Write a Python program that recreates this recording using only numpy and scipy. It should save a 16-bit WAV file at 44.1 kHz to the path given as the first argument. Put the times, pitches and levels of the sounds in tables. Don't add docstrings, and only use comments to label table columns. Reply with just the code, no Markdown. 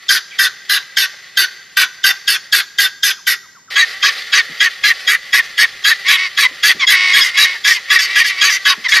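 import sys
import numpy as np
from scipy import signal
from scipy.fft import rfft, irfft
from scipy.io import wavfile
from scipy.ndimage import uniform_filter1d, minimum_filter1d, map_coordinates

SR = 44100
rng = np.random.default_rng(int(sys.argv[2]) if len(sys.argv) > 2 else 0)


def master(y):
    cut = np.clip(np.atleast_2d(y).T, -1, 1)
    pcm = np.round(cut * 32767)
    wavfile.write(sys.argv[1], SR, pcm.astype(np.int16))


N = 396900
T = np.arange(N) / SR
SCENE_CUT_S, CUT_FADE_S = 3.7, 0.0083
SHRILL_LEAD_DB = -4

# f/Hz, width/Hz, relative level/dB
SECOND_THROAT_MODES = [(1172, 200, -3.5), (1720, 440, -0.5), (2004, 154, 8), (2430, 232, 1.5),
                       (3230, 590, -1.5), (3932, 31, 9), (4500, 273, -0.5), (5180, 100, 4.5),
                       (5170, 160, 0), (6620, 990, -6.5)]
# f/Hz, width/Hz, relative level/dB
SECOND_TREBLE_PEAKS = [(8590, 300, -0.6), (10410, 410, -0.29), (11570, 310, 0.7), (12940, 670, -2.1)]


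def undb(db):
    return 10 ** (np.asarray(db) / 20)


def unit(x):
    return x / np.sqrt(np.mean(x ** 2) + 1e-18)


def ramp(x):
    return np.sin(np.pi / 2 * np.clip(x, 0, 1)) ** 2


def bell(x, width):
    return np.exp(-(x / width) ** 2)


def curves(table, at):
    knots, *columns = np.transpose(table)
    return [np.interp(at, knots, column) for column in columns]


def add(track, start_s, sound):
    i = max(int(start_s * SR), 0)
    track[i:i + len(sound)] += sound[:max(N - i, 0)]


def noise(n):
    return rng.spawn(1)[0].standard_normal(n)


def wobble(n, rate_hz):
    return np.interp(np.arange(n) * rate_hz / SR, np.arange(n), noise(n))


def colour(x, points):
    hz, db = np.transpose(points)
    bins_hz = np.maximum(np.fft.rfftfreq(len(x), 1 / SR), 1)
    gain = undb(np.interp(np.log(bins_hz), np.log(hz), db))
    return irfft(rfft(x) * gain, len(x))


def steep(x, low_hz, high_hz):
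    band = [low_hz, min(high_hz, SR / 2 - 1000)]
    return signal.sosfilt(signal.butter(4, band, "band", fs=SR, output="sos"), x)


def saturate(x, drive=0.39):
    return unit(np.tanh(drive * x))


def ring(x, modes, low_hz, high_hz):
    y = 0
    for k, (hz, width_hz, db) in enumerate(modes):
        mode = signal.lfilter(*signal.iirpeak(hz, hz / width_hz, SR), x)
        y = y + (-1) ** k * undb(db) * mode
    dense = saturate(unit(steep(y, low_hz, high_hz)))
    return unit(steep(dense, low_hz * 0.68, high_hz * 2.03))


def scatter(x, spread_s):
    t = T[:SR // 50]
    paths = noise(len(t)) * np.exp(-t / spread_s)
    return unit(signal.fftconvolve(x, paths)[:len(x)])


def membrane(n, hz, jitter, puff_gain, scatter_db=4.5, open_share=0.28):
    cycles = np.cumsum(hz * (1 + jitter * wobble(n, hz))) / SR
    size = undb(scatter_db * wobble(n, hz))
    slaps = np.diff(np.floor(cycles), prepend=0)
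    puffs = noise(n) * np.exp(-(cycles % 1) / open_share)
    return 2 * np.pi * cycles, size * (unit(slaps) + puff_gain * unit(puffs))


def air():
    # f/Hz, relative level/dB
    air_colour = [(25, -16), (70, -8), (150, 0), (300, -6), (600, -10), (1200, -7), (3000, -14),
                  (9000, -32)]
    # f/Hz, relative level/dB
    rumble_colour = [(25, -6), (70, -4), (140, -7), (300, -7), (700, -27)]
    air_db, rumble_db = -57, -60
    gusts_db = 4 * wobble(N, 8)
    rumble = unit(colour(noise(N), rumble_colour)) * undb(rumble_db + gusts_db)
    rumble *= ramp((T - SCENE_CUT_S) / CUT_FADE_S)
    return undb(air_db) * unit(colour(noise(N), air_colour)) + rumble


def stereo_noise():
    # f/Hz, relative level/dB
    noise_colour = [(35, -51), (60, -19), (348, -15.5), (1400, -5), (1640, -15.5), (1970, -15),
                    (3480, -18.5), (7060, 1.5), (9500, -43), (14000, -39)]
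    return undb(-51.5) * unit(colour(noise(N), noise_colour))


def flock(swell_db=5):
    # f/Hz, relative level/dB
    flock_colour = [(88, -70), (150, -45), (318, -34), (515, -16), (1010, -28.5), (1110, -16),
                    (1600, -11.5), (1770, -3), (1980, 0), (2230, -13.5), (3270, -11), (4630, -12),
                    (7790, -31.5), (12400, -32.5), (15000, -45)]
    murmur_db, murmur_ends_s, murmur_release_s, murmur_fade_db_per_s = -35.5, 3.5, 1.06, 2
    chatter_db, surge_db, surge_s, surge_width_s = -30, -30.5, 4.034, 0.37
    voices = 0
    for hz in np.linspace(345, 405, num=5):
        _, buzz = membrane(N, hz * (1 + .03 * wobble(N, 14)), jitter=.03, puff_gain=1.0)
        voices = voices + scatter(buzz, spread_s=0.0095) * undb(swell_db * wobble(N, 11))
    murmur = undb(murmur_db - murmur_fade_db_per_s * T) * ramp((murmur_ends_s - T) / murmur_release_s)
    chatter = undb(chatter_db) + undb(surge_db) * bell(T - surge_s, surge_width_s)
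    chatter *= ramp((T - SCENE_CUT_S) / CUT_FADE_S)
    return unit(colour(voices, flock_colour)) * (murmur + chatter)


def note(row, voice, overtones_db, throat, treble_peaks, shake=0.32, swing=0.19, chaos=0.039, flutter_db=7.5,
         sag=0.0424, tone_db=-28, low_noise_db=-50):
    membrane_hz = 382.1
    break_at, break_width, break_rough = .52, 0.11, 0.59
    close_at, close_width, droop_from = 0.75, 0.12, .74
    catch_lead_s = .0025
    variety_db, variety_size = 5.5, 0.01467

    _, length_s, hz, level_db, close_db = row
    n = int(length_s * SR)
    t, u = T[:n], np.arange(n) / n
    after_lead_s = t - voice["lead_s"]
    onset = ramp(after_lead_s / voice["attack_s"])
    catch = ramp((after_lead_s + catch_lead_s) / voice["attack_s"])
    release = ramp((length_s - t) / voice["release_s"])
    vigour, stretch = noise(2)
    since_s = np.maximum(after_lead_s - voice["attack_s"], 0)
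    effort = undb(level_db) * onset * release

    droop = voice["droop"] * np.maximum((u - droop_from) / (1 - droop_from), 0) ** 2
    bend = 1 + voice["scoop"] * (1 - catch) - droop
    broken = ramp(.5 + (u - break_at) / break_width)
    rising = 1 + voice["rise"] * (u - break_at / 2)
    pitch_hz = hz * ((1 - broken) * rising + broken * voice["leap"])
    rough = voice["rough"] + break_rough * bell(u - break_at, break_width)

    slap_hz = membrane_hz * bend * (1 + .012 * wobble(n, 90))
    beat, buzz = membrane(n, slap_hz, voice["jitter"], voice["air"], scatter_db=2)
    whistle_hz = pitch_hz * bend * (1 + chaos * rough * wobble(n, 697))
    phase = 2 * np.pi * np.cumsum(whistle_hz) / SR + swing * np.sin(beat)
    upper = sum(undb(db) * np.sin(k * phase) for k, db in enumerate(overtones_db, 2))
    opening = effort * undb(voice["whistle_db"]) * ramp(after_lead_s / voice["build_s"])
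    opening *= bell(since_s, voice["whistle_s"])
    closing = undb(close_db) * bell(u - close_at, close_width)
    bright_db = level_db + variety_db * vigour + voice["overtone_db"] + voice["lead_db"] * (1 - catch)
    bright = undb(bright_db) * bell(since_s, voice["overtone_s"])
    whistle = np.sqrt(2) * ((opening + closing) * np.sin(phase) + bright * upper)
    whistle *= 1 + shake * np.cos(beat)
    whistle *= undb(flutter_db * rough * wobble(n, 160))

    regime = .7 * wobble(n, 70)
    one, other = scatter(buzz, spread_s=.0026), scatter(buzz, spread_s=.0026)
    buzz = np.cos(regime) * one + np.sin(regime) * other

    size = 1 + variety_size * stretch + sag * (.4 - u)
    slide = [np.cumsum(np.minimum(bend, 1) ** 1.49 * size)]
    gape = undb(-voice["treble_arch_db"] * (u - voice["treble_at"]) ** 2)
    rasp = map_coordinates(ring(buzz, throat, 1155, 6400), slide, order=3)
    hiss = map_coordinates(ring(buzz, treble_peaks, 6360, 14800), slide, order=5)
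    hiss = undb(voice["hiss_db"]) * gape * hiss
    dull = colour(rasp, [(3600, 0), (4600, -30)])
    hoarse = undb(voice["rasp_db"]) * dull + undb(voice["treble_db"]) * gape * (rasp - dull)

    tone = undb(tone_db) * np.sin(np.pi * u ** 1.15) ** 2 * (np.sin(beat) + .3 * np.sin(2 * beat))
    low_noise = unit(colour(noise(n), [(30, -10), (150, -2), (600, -3), (2000, -44)]))
    body = effort * (hoarse + tone + undb(low_noise_db) * low_noise)
    return whistle * signal.windows.tukey(n, .06) + body, effort * hiss


def bird(notes, *voice, facing_db=0):
    body, hiss = np.zeros((2, N))
    for row in notes:
        low, high = note(row, *voice)
        add(body, row[0], low)
        add(hiss, row[0], high)
    return body + undb(facing_db) * hiss


def first_bird():
    # t/s, length/s, pitch/Hz, level/dB, closing whistle/dB
    first_notes = [(.082, 0.12, 1588, -11.5, -22), (.381, .11, 1583, -11, -14.5),
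                   (.687, .11, 1590, -11.5, -24.5), (.961, .11, 1600, -12, -18),
                   (1.364, .1, 1578, -10, -21), (1.76, .1, 1571, -10, -16.5), (2.032, .1, 1570, -10, -36),
                   (2.269, .11, 1628, -12, -23), (2.517, 0.11, 1645, -11, -19),
                   (2.777, .11, 1607, -12, -21), (3.024, .11, 1637, -12.5, -19.5),
                   (3.26, 0.099, 1574, -12.5, -32)]
    first_voice = dict(lead_s=.007, attack_s=.005, build_s=0.0067, release_s=.024, lead_db=-19, whistle_db=1.5, whistle_s=0.025, overtone_db=-1, overtone_s=0.0065, rasp_db=1, treble_db=-2, hiss_db=-8.5, treble_at=0.34, treble_arch_db=47, scoop=.13, rise=.0, leap=0.96, droop=.12, rough=0.47, jitter=.054, air=0.87)
    first_overtones = [-2, -8.5, -14.5]
    # f/Hz, width/Hz, relative level/dB
    first_throat = [(1597, 217, -2.5), (1930, 153, 2), (2690, 660, -7), (3610, 58, 5), (3950, 104, 0),
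                    (4528, 158, 4.5), (5010, 200, 1.5), (5510, 440, -5), (6195, 170, -3), (7250, 390, -8.5)]
    # f/Hz, width/Hz, relative level/dB
    first_treble_peaks = [(8710, 710, -13), (9830, 155, -7), (10600, 260, -6), (11630, 380, -6), (11910, 370, -6.5),
                          (12100, 560, -5), (13150, 2000, -13.5)]
    # t/s, hiss gain/dB
    first_facing = [(0, -1.5), (1.8, -1), (3.3, 1.5)]
    facing_db = curves(first_facing, T)[0]
    return bird(first_notes, first_voice, first_overtones, first_throat, first_treble_peaks, facing_db=facing_db)


def yard(x, early_db, late_db, early_t60_s=0.15, late_t60_s=1.0):
    # f/Hz, gain/dB
    yard_colour = [(200, 8), (1000, 5), (1800, -2.5), (2800, -7), (5000, 1), (6800, 6.5), (8000, -11.5),
                   (15000, -8.5)]
    t = T[:SR]
    build = 1 - np.exp(-t / 0.0014)
    early, late = (unit(noise(SR) * undb(-60 * t / t60_s) * build) for t60_s in (early_t60_s, late_t60_s))
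    response = colour(undb(early_db) * early + undb(late_db) * late, yard_colour) / np.sqrt(SR)
    return x + signal.fftconvolve(x, response)[:N]


def chick(waver=0.064):
    # t/s, length/s, first pitch/Hz, last pitch/Hz, level/dB
    peep_rows = [(.3, 0.067, 3340, 3250, -37), (0.314, 0.065, 2440, 2260, -32),
                 (3.164, 0.053, 1570, 875, -40), (3.428, 0.052, 1586, 880, -42),
                 (3.549, .055, 1583, 840, -40.5), (3.676, .055, 1580, 865, -39)]
    track = np.zeros(N)
    for start_s, length_s, first_hz, last_hz, db in peep_rows:
        n = int(length_s * SR)
        u = np.arange(n) / n
        hz = first_hz * (last_hz / first_hz) ** u * (1 + waver * wobble(n, 594))
        tone = np.sin(2 * np.pi * np.cumsum(hz) / SR)
        add(track, start_s, undb(db) * tone * np.sin(np.pi * np.sqrt(u)))
    return track


def feet(decay_s=0.012):
    # t/s, f/Hz, level/dB
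    scuff_rows = [(1.128, 900, -49), (4.49, 260, -39), (6.504, 480, -44), (6.745, 305, -36),
                  (8.77, 320, -41)]
    track, t = np.zeros(N), T[:SR // 10]
    envelope = t / decay_s * np.exp(1 - t / decay_s)
    for start_s, hz, db in scuff_rows:
        band = signal.butter(2, [hz * 0.47, hz * 1.32], "band", fs=SR, output="sos")
        thud = unit(signal.sosfilt(band, noise(len(t))))
        add(track, start_s, undb(db) * thud * envelope)
    return track


def second_bird():
    # t/s, length/s, pitch/Hz, level/dB, closing whistle/dB
    second_notes = [(3.75, 0.11, 1662, -12, -10.5), (4.02, 0.1, 1635, -12.5, -16),
                    (4.318, 0.11, 1670, -11.5, -10), (4.596, 0.1, 1656, -12.5, -10),
                    (4.829, 0.11, 1680, -12, -8.5), (5.068, 0.11, 1664, -12.5, -15),
                    (5.322, 0.1, 1677, -11.5, -7), (5.57, 0.1, 1680, -12, -9.5),
                    (5.837, 0.11, 1651, -12, -8), (6.073, .11, 1705, -12, -18),
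                    (6.366, .11, 1690, -13, -27), (6.624, 0.12, 1700, -9, -24),
                    (6.867, .11, 1688, -10, -19), (7.129, 0.11, 1680, -10, -19),
                    (7.364, .118, 1703, -10.5, -15), (7.638, .11, 1683, -12.5, -8.5),
                    (7.895, 0.1, 1700, -11.5, -9.5), (8.147, .1, 1673, -12, -12.5),
                    (8.406, .11, 1665, -12.5, -12), (8.645, 0.11, 1683, -11.5, -20),
                    (8.912, 0.1, 1688, -11.5, -14)]
    second_voice = dict(lead_s=.006, attack_s=.006, build_s=0.023, release_s=0.034, lead_db=-11, whistle_db=3.5, whistle_s=0.031, overtone_db=-1.5, overtone_s=0.025, rasp_db=1.5, treble_db=3.5, hiss_db=-11, treble_at=0.44, treble_arch_db=78, scoop=.04, rise=0.1565, leap=1.11, droop=.14, rough=0.23, jitter=.045, air=0.81)
    second_overtones = [0.43, -9, -14]
    # t/s, hiss gain/dB
    second_facing = [(4.6, -10), (5.05, -1), (7.1, 0), (8.9, -6.5)]
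    return bird(second_notes, second_voice, second_overtones, SECOND_THROAT_MODES, SECOND_TREBLE_PEAKS,
                facing_db=curves(second_facing, T)[0])


def rattle(throb_hz=88, throb_depth=0.17, tone_db=-34, waver=.012, jitter=.018, puff_gain=0.58):
    # t/s, length/s, pitch/Hz, level/dB, release/s
    rattle_rows = [(6.04, .14, 371.8, -12.5, 0.049), (6.153, .145, 368.6, -14.5, .045),
                   (6.896, 0.51, 366.7, -10, 0.33), (7.329, 0.28, 369.8, -14.5, 0.16),
                   (7.87, 0.26, 385.5, -20, .05), (8.074, 0.4, 389.3, -18.5, 0.19),
                   (8.36, .25, 384.4, -17.5, 0.078), (8.944, .2, 371.5, -15, 0.069)]
    # f/Hz, width/Hz, relative level/dB
    rattle_throat = [(1150, 320, -10), (1968, 320, 7), (2138, 270, 9.5), (2820, 170, 1), (3000, 700, -5.5),
                     (3906, 170, -3), (4560, 230, -5.5), (5830, 840, -18)]
    attack_s, fade_db_per_s = 0.04, 6.5
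    pitch_sag = .05
    track = np.zeros(N)
    for start_s, length_s, hz, db, release_s in rattle_rows:
        n = int(length_s * SR)
        t = T[:n]
        effort = ramp(t / attack_s) * ramp((length_s - t) / release_s)
        pitch_hz = hz * (1 - pitch_sag * (1 - effort)) * (1 + waver * wobble(n, 25))
        beat, buzz = membrane(n, pitch_hz, jitter, puff_gain, scatter_db=1.5, open_share=1.2)
        throb_phase = 2 * np.pi * np.cumsum(throb_hz * (1 + .3 * wobble(n, 90))) / SR
        throb = 1 + throb_depth * np.sin(throb_phase)
        voice = unit(ring(buzz, rattle_throat, 900, 7900) * throb + undb(tone_db) * np.sin(beat))
        add(track, start_s, undb(db - fade_db_per_s * t) * effort * voice)
    return track


def squeaks(rasp_db=-8, fall=1.52):
    # t/s, length/s, first pitch/Hz, last pitch/Hz, level/dB
    squeak_rows = [(6.418, 0.054, 1124, 1035, -10), (6.794, .06, 1194, 1028, -12.5),
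                   (7.516, 0.058, 1045, 872, -28.5), (7.748, 0.043, 1100, 970, -25),
                   (8.839, 0.039, 1143, 977, -15)]
    harmonics_db = (-15, 0, -8, -20, -17, -23)
    swell_db = (10, 20, -16, 0, -4, -8)
    track = np.zeros(N)
    for start_s, length_s, first_hz, last_hz, db in squeak_rows:
        n = int(length_s * SR)
        u = np.arange(n) / n
        hz = (last_hz + (first_hz - last_hz) * (1 - u) ** fall) * (1 + 0.039 * wobble(n, 660))
        phase = 2 * np.pi * np.cumsum(hz) / SR
        stack = 0
        for k, (level_db, rise_db) in enumerate(zip(harmonics_db, swell_db), 1):
            gain = undb(level_db + rise_db * (u - .5) + 2.5 * wobble(n, 130))
            stack = stack + gain * np.sin(k * phase)
        rasp = ring(noise(n) * (1 + np.cos(phase)), SECOND_THROAT_MODES, 1060, 5200)
        voice = unit(stack) + undb(rasp_db) * rasp
        envelope = np.sin(np.pi * u ** 1.12) ** 0.65
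        add(track, start_s, undb(db) * unit(voice * envelope))
    return track


def shrill_bird():
    # t/s, length/s, pitch/Hz, level/dB, closing whistle/dB
    shrill_notes = [(7.207, .11, 1680, -19.5, -41), (7.69, .102, 1733, -20.5, -15.5),
                    (7.985, .1, 1716, -17.5, -23), (8.24, 0.094, 1686, -19, -19),
                    (8.491, .1, 1715, -18, -18.5), (8.882, 0.066, 1792, -21, -6)]
    shrill_voice = dict(lead_s=.004, attack_s=0.003, build_s=0.0041, release_s=0.031, lead_db=SHRILL_LEAD_DB, whistle_db=3.5, whistle_s=0.018, overtone_db=-4.5, overtone_s=0.018, rasp_db=2.5, treble_db=3.5, hiss_db=-13, treble_at=0.4, treble_arch_db=53, scoop=0.037, rise=0.015, leap=1.21, droop=0.15, rough=0.27, jitter=0.049, air=0.59)
    shrill_overtones = [5.2, 3.7, -13]
    # f/Hz, width/Hz, relative level/dB
    shrill_throat = [(1190, 210, -6.5), (2050, 150, 9.5), (2820, 440, 3), (3570, 650, -4.5), (4320, 320, 2),
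                     (4950, 480, 2), (5550, 200, 5), (6400, 2200, -2)]
    return bird(shrill_notes, shrill_voice, shrill_overtones, shrill_throat, SECOND_TREBLE_PEAKS)


def scene():
    near = yard(first_bird(), early_db=-7, late_db=-19.5)
    others = second_bird() + shrill_bird() + rattle() + squeaks()
    near += yard(others, early_db=-21, late_db=-28)
    mid = near + flock() + chick() + feet() + air()
    opposite = stereo_noise()
    return np.array([mid + opposite, mid - opposite])


def record(dry):
    over = np.maximum(np.abs(dry).max(axis=0) / 1.25, 1)
    gain = uniform_filter1d(minimum_filter1d(1 / over, size=220), size=220)
    held = dry * gain
    rounded = held / (1 + (held / 1.03) ** 8) ** (1 / 8)
    top_hz = 15450
    return signal.sosfilt(signal.ellip(10, .2, 70, top_hz, fs=SR, output="sos"), rounded)


dry = scene()
out = record(dry)
master(out)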